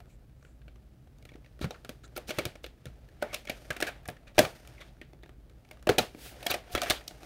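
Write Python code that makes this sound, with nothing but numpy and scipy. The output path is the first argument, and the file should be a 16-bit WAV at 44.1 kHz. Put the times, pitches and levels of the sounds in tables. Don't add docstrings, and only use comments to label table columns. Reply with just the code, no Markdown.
import sys
import numpy as np
from scipy import signal
from scipy.fft import rfft, irfft
from scipy.io import wavfile
from scipy.ndimage import uniform_filter1d

SR = 44100
rng = np.random.default_rng(int(sys.argv[2]) if len(sys.argv) > 2 else 0)


def amplitude_ratio(level_db):
    exponent = np.asarray(level_db, float) / 20
    return 10 ** exponent


def digitize_waveform(pressure):
    field = np.atleast_2d(pressure).T
    bounded = np.clip(field, -1, 1)
    quanta = np.round(bounded * 32767).astype(np.int16)
    wavfile.write(sys.argv[1], SR, quanta)


N = 319725
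RING = 2048

# pitch in Hz, level in dB, T60 in s.
BOX = [(356.6, 2.5, 0.04), (408, -6, 0.045), (492.6, -2, 0.039), (600, 1, 0.053), (713.5, -0.5, 0.049),
       (859, -11, 0.06)]
# frequency in Hz, level in dB.
CRACK = [(3000, -1), (4800, -2), (6000, -2), (8000, -7.5), (9300, -3), (10500, -11), (12500, -7.5),
         (15000, -13.5), (16900, -22)]
# start in s, pitch in Hz.
HOLLOW = [(0, 834), (0.03, 510), (1.55, 438), (2.2, 487), (3.1, 580), (3.75, 687), (4.2, 612), (4.95, 368),
          (5.6, 648), (5.88, 433), (6.3, 697)]


def unit(x):
    return x / np.sqrt(np.mean(x ** 2))


def colour(x, shape):
    hz, db = np.transpose(shape)
    f = np.log(np.maximum(np.arange(x.shape[-1] // 2 + 1) * SR / x.shape[-1], 1))
    outside = np.maximum(np.log(hz[0]) - f, 0) + np.maximum(f - np.log(hz[-1]), 0)
    gain = amplitude_ratio(np.interp(f, np.log(hz), db) - 40 * outside)
    return irfft(rfft(x) * gain, x.shape[-1])


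def peak(hz, fall_db):
    return [(hz / 4, -2 * fall_db), (hz, 0), (hz * 4, -2 * fall_db)]


def ring(modes, spread_db, detune, damp):
    t = np.arange(RING) / SR
    hz, db, t60 = (c[:, None] for c in np.transpose(modes))
    decay = amplitude_ratio(-60 * t / (t60 * damp))
    return np.sum(amplitude_ratio(db + spread_db) * np.sin(2 * np.pi * hz * detune * t) * decay, axis=0)


def add(out, s, x, db):
    i = max(int(s * SR), 0)
    out[i:i + len(x)] += (x * amplitude_ratio(db) / np.abs(x).max())[:N - i]


def hum():
    # frequency in Hz, level in dB per Hz.
    hum_shape = [(12, -52.5), (20, -21.5), (56, 2), (86, -15), (123, -7), (168, -16.5), (241, -19.5),
                 (301, -22), (337, -23.5), (472, -35.5), (513, -35), (718, -37), (1260, -35), (3160, -43.5),
                 (16000, -48)]
    return unit(colour(rng.standard_normal(N), hum_shape)) * amplitude_ratio(-55)


def bedroom(x, treble_db=-1.0):
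    # frequency in Hz, T60 in s.
    room_t60 = [(100, 0.026), (600, 0.21), (2500, 0.24), (12000, 0.24)]
    hz, t60 = np.transpose(room_t60)
    tail = 0
    for f in 80 * 1.425 ** np.arange(16):
        band = signal.butter(2, [f / 1.27, f * 1.27], "band", fs=SR, output="sos")
        direct, echoes = signal.sosfilt(band, [x, rng.standard_normal(N)])
        keep = amplitude_ratio(-120 / SR / np.interp(np.log(f), np.log(hz), t60))
        power = uniform_filter1d(direct ** 2, size=400, origin=199)
        energy = signal.lfilter([1 - keep], [1, -keep], power)
        tail = tail + unit(echoes) * np.sqrt(np.maximum(energy, 0)) * amplitude_ratio(treble_db * np.log2(f / 600))
    return tail * amplitude_ratio(-10.5)


def puffs():
    # middle in s, level in dB, half length in s, pitch in Hz, fall in dB per octave.
    swishes = [(0.12, -69.5, .04, 7400, 30), (0.47, -72, 0.074, 7400, 30), (2.052, -54, 0.013, 7000, 42),
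               (2.048, -56, 0.01, 3900, 43), (3.315, -52, .03, 2200, 70), (3.37, -58, 0.017, 2900, 60),
               (4.1, -57, .015, 2000, 50), (4.82, -53, 0.016, 3500, 60), (4.81, -57, 0.025, 2000, 40),
               (6.8, -54, .015, 2360, 60), (6.26, -48, 0.064, 10600, 4), (6.26, -49.5, 0.075, 2800, 6),
               (6.732, -49, 0.017, 13000, 12), (6.97, -46, .02, 3300, 30), (3.885, -41, 0.01, 1900, 40),
               (1.628, -46, .01, 3700, 40), (2.378, -46, .008, 3000, 8), (2.159, -52, .004, 3000, 8),
               (2.637, -54, .004, 5000, 8), (3.221, -44, .004, 2000, 8), (4.885, -62, .02, 3500, 15),
               (6.725, -48, .025, 710, 90), (6.85, -40, .035, 710, 90), (2.283, -48, .01, 4000, 8),
               (4.075, -52, .012, 700, 40)]
    out, t = np.zeros(N + 16384), (np.arange(16384) - 8192) / SR
    for s, db, half, hz, fall_db in swishes:
        i = int(s * SR)
        hiss = unit(colour(rng.standard_normal(len(t)), peak(hz, fall_db)))
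        out[i:i + len(t)] += hiss * amplitude_ratio(db) * np.exp(-(t / half) ** 2)
    return out[8192:8192 + N]


def rattle(slip, lift_db=8.0, width_oct=0.25, damp=0.32):
    start, loudest = np.transpose(HOLLOW)
    hollow_hz = loudest[np.maximum(np.searchsorted(start, np.arange(N) / SR) - 1, 0)]
    out = 0
    for hz, db, t60 in BOX:
        pole = amplitude_ratio(-60 / (t60 * damp * SR)) * np.exp(2j * np.pi * hz / SR)
        nearness = np.exp(-(np.log2(hz / hollow_hz) / width_oct) ** 2)
        lift = uniform_filter1d(lift_db * nearness, size=2000)
        out = out + unit(signal.lfilter([1, -1], [1, -pole], slip).imag) * amplitude_ratio(db + lift)
    return unit(out)


def rub(slips_per_s=1500, scatter_db=-1.0, smooth=0.84, flutter_db=2.0, knocks_per_s=220):
    # fastest moment in s, level in dB, bright part in dB, swell in s, fade in s (both over 20 dB).
    slide_events = [(1.75, -74.5, 2, 0.75, 0.52), (2.16, -88, 4, 0.28, 0.37), (2.36, -52, -1, 0.041, 0.12),
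                    (2.5, -53, -21, 0.25, 0.042), (2.85, -74.5, -3, 0.17, 0.8),
                    (3.35, -48.5, -10, 0.13, 0.047), (3.6, -63, 2.5, .4, 0.52),
                    (3.9, -61.5, -31, 0.33, 0.35), (4.501, -56.5, 1, 0.074, 0.33),
                    (4.849, -66, -5, 0.39, 0.13), (5.699, -75.5, 1, 0.21, 0.9), (6.26, -52, 1, 0.14, 0.13),
                    (6.54, -43.5, -3, 0.19, 0.021), (6.78, -71, -21, 0.048, 0.17),
                    (6.9, -39.5, -6.5, 0.23, 0.085), (7.25, -60.5, 0.5, 0.51, 0.11)]
    # frequency in Hz, level in dB.
    slide_shape = [(900, -2.5), (1500, 8), (2400, 5.5), (3500, 0), (4800, -14)]
    s, db, bright_db, swell, fade = np.transpose(slide_events)[:, :, None]
    t, coarse = np.arange(N) / SR, np.arange(0, N + 32, 32) / SR
    age = coarse - s
    slides = amplitude_ratio(db - 20 * np.maximum(-age / swell, age / fade) ** 1.03)
    surface = np.interp(t, coarse, slides.sum(axis=0)) + amplitude_ratio(-82)
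    bright = np.interp(t, coarse, (slides * amplitude_ratio(bright_db)).sum(axis=0)) + amplitude_ratio(-83)
    hollow = amplitude_ratio(-51.5) * (surface * amplitude_ratio(48.5)) ** 0.49 * amplitude_ratio(1.5 * (t > 6.32))
    grains = (rng.random(N) < slips_per_s / SR) * amplitude_ratio(scatter_db * rng.random(N))
    grains = grains * np.sign(rng.standard_normal(N))
    flutter = unit(uniform_filter1d(rng.standard_normal(N), size=700))
    slip = (unit(grains) + smooth * rng.standard_normal(N)) * amplitude_ratio(flutter_db * flutter)
    loose = (rng.random(N) < knocks_per_s / SR) * rng.standard_normal(N)
    return (unit(colour(slip, slide_shape)) * surface
            + unit(colour(slip, CRACK[1:])) * bright
            + rattle(unit(loose) + 1.21 * slip) * hollow)


def snaps(fade_ms=1.6, fall_db=12.5):
    # start in s, peak in dB, brightest pitch in Hz.
    snap_events = [(2.1745, -22, 13000), (2.345, -46, 12000), (2.375, -42, 6000), (3.22, -38, 3000),
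                   (3.504, -25, 2200), (3.6666, -47, 8000), (4.0327, -56, 13000), (4.078, -31, 9000),
                   (4.1, -38, 11000), (4.113, -48, 11000), (4.2797, -47, 4000), (4.3475, -47, 3500),
                   (4.367, -47, 8000), (5.732, -50, 6000), (5.795, -52, 2500), (6.366, -49, 3000),
                   (6.455, -34, 10100), (6.5065, -16, 13000), (6.513, -15, 11900), (6.526, -38, 12000),
                   (6.758, -29, 9000), (6.79, -42, 13000), (6.809, -38, 5000), (6.872, -40, 12000),
                   (6.885, -38, 12000), (6.9, -27, 4000), (0.679, -58, 1600), (4.8115, -42, 3700),
                   (1.616, -36, 5500), (1.651, -40, 6000), (2.4528, -24, 11000), (2.407, -48, 14000),
                   (2.662, -42, 13000), (4.101, -38, 2200), (4.39, -12, 4200), (4.403, -22, 2400),
                   (4.779, -46, 2200), (4.968, -52, 1600), (5.05, -56, 3500), (5.227, -50, 3500),
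                   (5.28, -54, 4500), (5.19, -58, 1500), (1.34, -52, 3900), (6.907, -16, 4200),
                   (2.312, -30, 2500), (5.918, -32, 3000)]
    out, ms = np.zeros(N), np.arange(512) * 1000 / SR
    for s, db, hz in snap_events:
        spark = colour(rng.standard_normal(len(ms)), peak(hz, fall_db))
        add(out, s, spark * (1 - np.exp(-ms / .3)) * np.exp(-ms / fade_ms), db)
    return out


def thuds(cycles=1.4):
    # start in s, peak in dB, pitch in Hz.
    thud_events = [(1.612, -31.5, 255), (1.624, -34.5, 67.3), (1.643, -24, 150), (1.353, -40, 300),
                   (4.087, -35, 330), (4.39, -24, 190), (1.895, -36.5, 253), (2.291, -35, 212),
                   (2.381, -32, 123), (2.46, -32.5, 108), (2.864, -38, 122), (3.497, -34.5, 250),
                   (3.702, -36, 130), (4.083, -41, 110.6), (4.385, -26.5, 134), (4.391, -18, 257),
                   (4.405, -25, 201), (4.437, -33.5, 132), (5.871, -29, 210), (5.892, -28.5, 110),
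                   (5.982, -24, 202), (6.008, -30, 181), (6.149, -42.5, 266), (6.502, -42.5, 80),
                   (6.74, -34, 59), (6.751, -32, 250), (6.901, -34.5, 100)]
    out, t = np.zeros(N), np.arange(RING) / SR
    for s, db, hz in thud_events:
        add(out, s, np.sin(2 * np.pi * hz * t) * t * hz * np.exp(-t * hz * np.pi / cycles), db)
    return out


def reels(t60=0.074, push_ms=2.2):
    # start in s, peak in dB, pitch in Hz.
    reel_events = [(2.177, -40, 482), (2.391, -27, 565), (3.504, -30, 603), (4.1, -38, 565),
                   (4.419, -23, 565), (4.451, -30, 614), (5.712, -40, 622), (5.872, -15, 616),
                   (6.15, -46, 501), (6.18, -47, 482), (6.351, -46, 571), (6.366, -42, 511),
                   (6.414, -42, 700), (6.439, -38, 626), (6.464, -29, 698), (6.514, -29, 729),
                   (6.544, -31, 692), (6.605, -49, 716), (6.705, -45, 716), (6.821, -24, 703),
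                   (6.904, -20, 714), (6.994, -41, 590), (7.01, -39, 713), (7.098, -45, 610),
                   (7.146, -49, 619), (7.206, -51, 790)]
    out, t = np.zeros(N), np.arange(2 * RING) / SR
    for s, db, hz in reel_events:
        tone = np.sin(2 * np.pi * hz * t) + 0.39 * np.sin(2 * np.pi * 1.09 * hz * t)
        add(out, s, tone * (1 - np.exp(-t * 1000 / push_ms)) * amplitude_ratio(-60 * t / t60), db - 3.5)
    return out


def contacts(table, rise, rebounds, first, focus_db=15.5, focus_oct=0.087, spot_db=5.0, crack_ms=0.35,
             box_db=4, crack_db=4):
    # pitch in Hz, level in dB, T60 in s.
    panel_modes = [(1200, 16, 0.024), (1430, 7.5, 0.02), (1640, 4, 0.022), (1870, 1, 0.018),
                   (2250, 7, 0.028), (2500, -2, 0.016), (2900, -11.5, 0.0075), (3353, -3, 0.032),
                   (3760, -2, 0.017), (4235, -9.5, 0.013), (5500, -8.5, 0.0097), (5370, -1, .008)]
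    out, t = np.zeros(N), np.arange(RING) / SR
    panel_hz, box_hz = np.array(panel_modes)[:, :1], np.array(BOX)[:, :1]
    for s, db, hollow_db, bright_db, hz, ms in table:
        spot, noise = rng.standard_normal((2, 18, 1)), rng.standard_normal((2, RING))
        ms = max(ms, .3) * np.clip(1.5 + (db + 23.5) / 40, .35, 1.3)
        age = t * 1000 / ms
        force = (1 - np.exp(-age / rise)) ** 3 * np.exp(-age)
        chatter = (rng.random(RING) < rebounds / SR) * noise[0] * force
        chatter[int(rise * ms * SR / 1000)] += first

        octaves = np.log2(panel_hz / hz)
        focus = focus_db * np.exp(-(octaves / focus_oct) ** 2)
        focus = focus - 2.1 * np.maximum(octaves, 0) - 1.8 * np.maximum(-octaves, 0)
        panels = ring(panel_modes, focus + spot_db * spot[0, :12], 1 + 0.023 * spot[1, :12],
                      0.32 * amplitude_ratio(0.33 * np.maximum(focus, 0)))
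        hollow_hz = [f for start, f in HOLLOW if start <= s + .01][-1]
        lift = 10.5 * np.exp(-(np.log2(box_hz / hollow_hz) / 0.27) ** 2)
        box = ring(BOX, lift + 0.5 * spot_db * spot[0, 12:], 1 + 0.012 * spot[1, 12:], 0.85)
        panels = np.diff(panels * (1 - np.exp(-t * 1000 / 0.18)), prepend=0)
        box = np.diff(box, prepend=0)

        bursts = signal.fftconvolve(np.abs(chatter) * np.exp(-.7 * age), np.exp(-t * 1000 / crack_ms))[:RING]
        crack = colour(np.roll(noise[1] * bursts, 32), CRACK)
        add(out, s, signal.fftconvolve(panels, chatter), db)
        add(out, s, signal.fftconvolve(box, chatter * np.exp(-age)), db + min(hollow_db, 8) + box_db)
        add(out, s - 32 / SR, crack, db + bright_db + crack_db)
    return out


def knocks():
    # start in s, panel peak in dB,
    # hollow box in dB, crack in dB, loudest panel pitch in Hz.
    case_hits = [(1.642, -32, 6.5, -30, 1430), (1.65, -36, -18, -6, 1500), (1.706, -30.5, 2, -11, 3700),
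                 (1.7425, -38, -30, -31, 1430), (1.8913, -30.5, -3.5, 1, 1260),
                 (2.162, -26, -9.5, -4, 1400), (2.1754, -37.5, 8, 6.5, 1260), (2.2902, -31.5, 1, -23, 2620),
                 (2.3049, -22.5, -2.5, -10, 2430), (2.3844, -17, -3, -6.5, 1290),
                 (2.3904, -26, -2.5, -4, 2260), (2.4521, -24, -2.5, 1.5, 5100),
                 (2.64, -25, -9.5, -15, 2900), (3.2233, -20.5, 0.5, -9, 1430),
                 (3.3425, -25.5, -8, 6.5, 2320), (3.471, -27, -13, -19, 2000), (3.485, -31, -37, -17, 1670),
                 (3.495, -20.5, -5, -3.5, 2070), (3.703, -18, -10, -11, 1640),
                 (3.7634, -29.5, -8, -5, 1990), (3.8226, -13.5, -8.5, -6, 1670),
                 (3.8885, -39.5, 8, 3, 2300), (4.0538, -34, -39, -8, 1550),
                 (4.0853, -27.5, 1.5, -1.5, 1630)]
    # start in s, panel peak in dB, # hollow box in dB, crack in dB, loudest panel pitch in Hz.
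    cassette_hits = [(4.38, -12, 5, -30, 2710), (4.3887, -9, 4, 4.5, 1640), (4.448, -21, -4.5, -14, 1030),
                     (5.8692, -24, 8, -29, 1720), (5.8905, -13, 2.5, -15, 2900),
                     (5.8946, -22, 8, -26, 1530), (5.9812, -12.5, -1.5, 5, 2360),
                     (5.9867, -12.5, -2.5, -4.5, 3800), (6.4627, -16, -9, -0.5, 3210),
                     (6.5065, -17.5, -14, -13, 3540), (6.5127, -16, -7.5, -22, 2470),
                     (6.5394, -21.5, -1, -1, 1710), (6.7492, -13.5, -4, -6, 3270),
                     (6.7633, -29, -6, -22, 1640), (6.7755, -19.5, -5.5, -32, 1830),
                     (6.8157, -18.5, -16, 2, 3760), (6.8302, -28.5, 2, 4, 2390),
                     (6.8588, -23.5, -12, -27, 1700), (5.7101, -37, -0.5, -4.5, 2300),
                     (6.8972, -19, -5, 10, 4570), (6.9035, -9.5, -8.5, -2, 3700),
                     (7.0083, -39, 1.5, -21, 1870), (7.1081, -42.5, 2.5, -11, 1310),
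                     (0.0024, -49.5, 8, 2.5, 1090)]
    # start in s, panel peak in dB, hollow box in dB, loudest panel pitch in Hz.
    touches = [(0.0568, -61, 8, 2100), (0.425, -46, -12, 1510), (0.4485, -44, -8, 1490),
               (0.6163, -50, -34, 1640), (0.68, -43, -5, 1460), (0.7575, -49.5, -6, 1540),
               (1.073, -58.5, 7, 1640), (1.2895, -40, -20, 1900), (1.3168, -48.5, 1, 2300),
               (1.3559, -50.5, 8, 1200), (1.4447, -47, -14, 2500), (1.46, -45, -27, 1960),
               (1.6131, -40.5, 8, 3320), (1.7576, -42.5, -12, 1210), (2.464, -40, 8, 2260),
               (2.8665, -41, -5, 2630), (3.3706, -49, -19, 2620), (4.166, -43.5, -16, 1870),
               (4.2953, -58, 4, 1750), (4.649, -43, -17, 2380), (4.78, -41, -22, 2250),
               (4.811, -36, -18, 1520), (5.0135, -34, -6.5, 1880), (5.132, -51, 8.5, 2080),
               (5.233, -39.5, -1.5, 1850), (5.2597, -51, 6, 1650), (5.2922, -44.5, 2.5, 1640),
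               (6.147, -48, 13, 2370), (6.1824, -57, 9, 2150), (6.3544, -79, 15, 1450)]
    # start in s, panel peak in dB, crack in dB, loudest panel pitch in Hz.
    ticks = [(1.184, -63, 11.5, 1090), (1.2245, -50, -2, 2300), (1.2517, -43, -1, 1870),
             (1.5908, -45, -6, 1240), (1.847, -35, 1.5, 1340), (2.077, -52, 2, 2900),
             (2.5187, -52, -13, 2240), (2.5539, -36, -12, 1990), (2.662, -36.5, -4, 3240),
             (2.8548, -35.5, -0.5, 1720), (3.087, -51.5, -1, 1600), (3.4517, -40, -3, 2820),
             (3.7294, -49.5, 11, 1550), (3.8018, -25.5, -4, 2550), (3.8092, -28.5, 3, 1880),
             (4.5307, -55, 3, 2200), (4.6735, -44.5, 8, 2260), (5.4964, -53.5, 2, 2220),
             (5.6486, -50, -7, 2030), (5.689, -60, 11.5, 2300), (6.881, -35, -11.5, 1760),
             (5.7705, -47.5, -12, 1310), (5.8257, -44, -1, 1530), (6.3894, -59, -13, 1210),
             (6.4268, -32.5, -2.5, 2460), (6.9194, -27.5, 4, 3960), (7.0394, -58, 10, 2870),
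             (7.0774, -40, 18, 3600), (7.2307, -38, -9, 2890)]
    # start in s, panel peak in dB, crack in dB, loudest panel pitch in Hz, length in ms.
    scuff_events = [(0.0887, -59, -2, 2160, 33), (0.2897, -61, -12, 1470, 12),
                    (0.4094, -58, -16, 2940, 6.6), (0.4525, -60, -30, 1540, 32),
                    (1.334, -48, -24, 1860, 8.2), (1.4448, -56, -23, 1790, 31), (1.6042, -32, -8, 1330, 22),
                    (2.0323, -43, -11, 1440, 11), (2.2758, -30.5, -1, 2380, 16.6),
                    (3.3246, -26, -11, 2680, 12), (3.8638, -23.5, -9, 1680, 10),
                    (4.267, -43, -39, 1830, 13), (4.342, -42.5, -10, 2380, 29),
                    (4.7983, -38, -10.5, 1900, 16), (6.4951, -18, -23, 3910, 8.5),
                    (6.7123, -42.5, 6, 2800, 26)]
    # s, panel dB, hollow dB, crack dB, pitch Hz, chatter ms
    hits = [(*row, 3.5) for row in case_hits]
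    hits += [(*row, 3.7) for row in cassette_hits]
    hits += [(s, db, hollow, -20, hz, 3.1) for s, db, hollow, hz in touches]
    hits += [(s, db, -4.5, crack, hz, 3.1) for s, db, crack, hz in ticks]
    scuffs = [(s, db, -11, *rest) for s, db, *rest in scuff_events]
    return (contacts(sorted(hits), rise=.35, rebounds=3500, first=0.4)
            + contacts(scuffs, rise=0.36, rebounds=7600, first=.02))


def scene():
    hits = knocks() + thuds() + reels()
    return (hits + bedroom(hits) + rub() + hum() + puffs() + snaps())[None]


def roll_off(x):
    return signal.sosfilt(signal.butter(12, 16960, fs=SR, output="sos"), x)


def record(dry):
    # frequency in Hz, level in dB.
    mic_shape = [(15, 3.5), (300, 3.5), (640, -0.5), (850, -3.5), (1020, -7), (1160, -4), (1350, -2.5),
                 (4000, -1), (4900, -2.5), (6000, -4), (7800, -4), (15700, -1.5), (16000, -17),
                 (16800, -25), (17000, -50)]
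    rounded = 0.77 * np.tanh(dry / 0.98)
    return roll_off(colour(rounded, mic_shape))


dry = scene()
out = record(dry)
digitize_waveform(out)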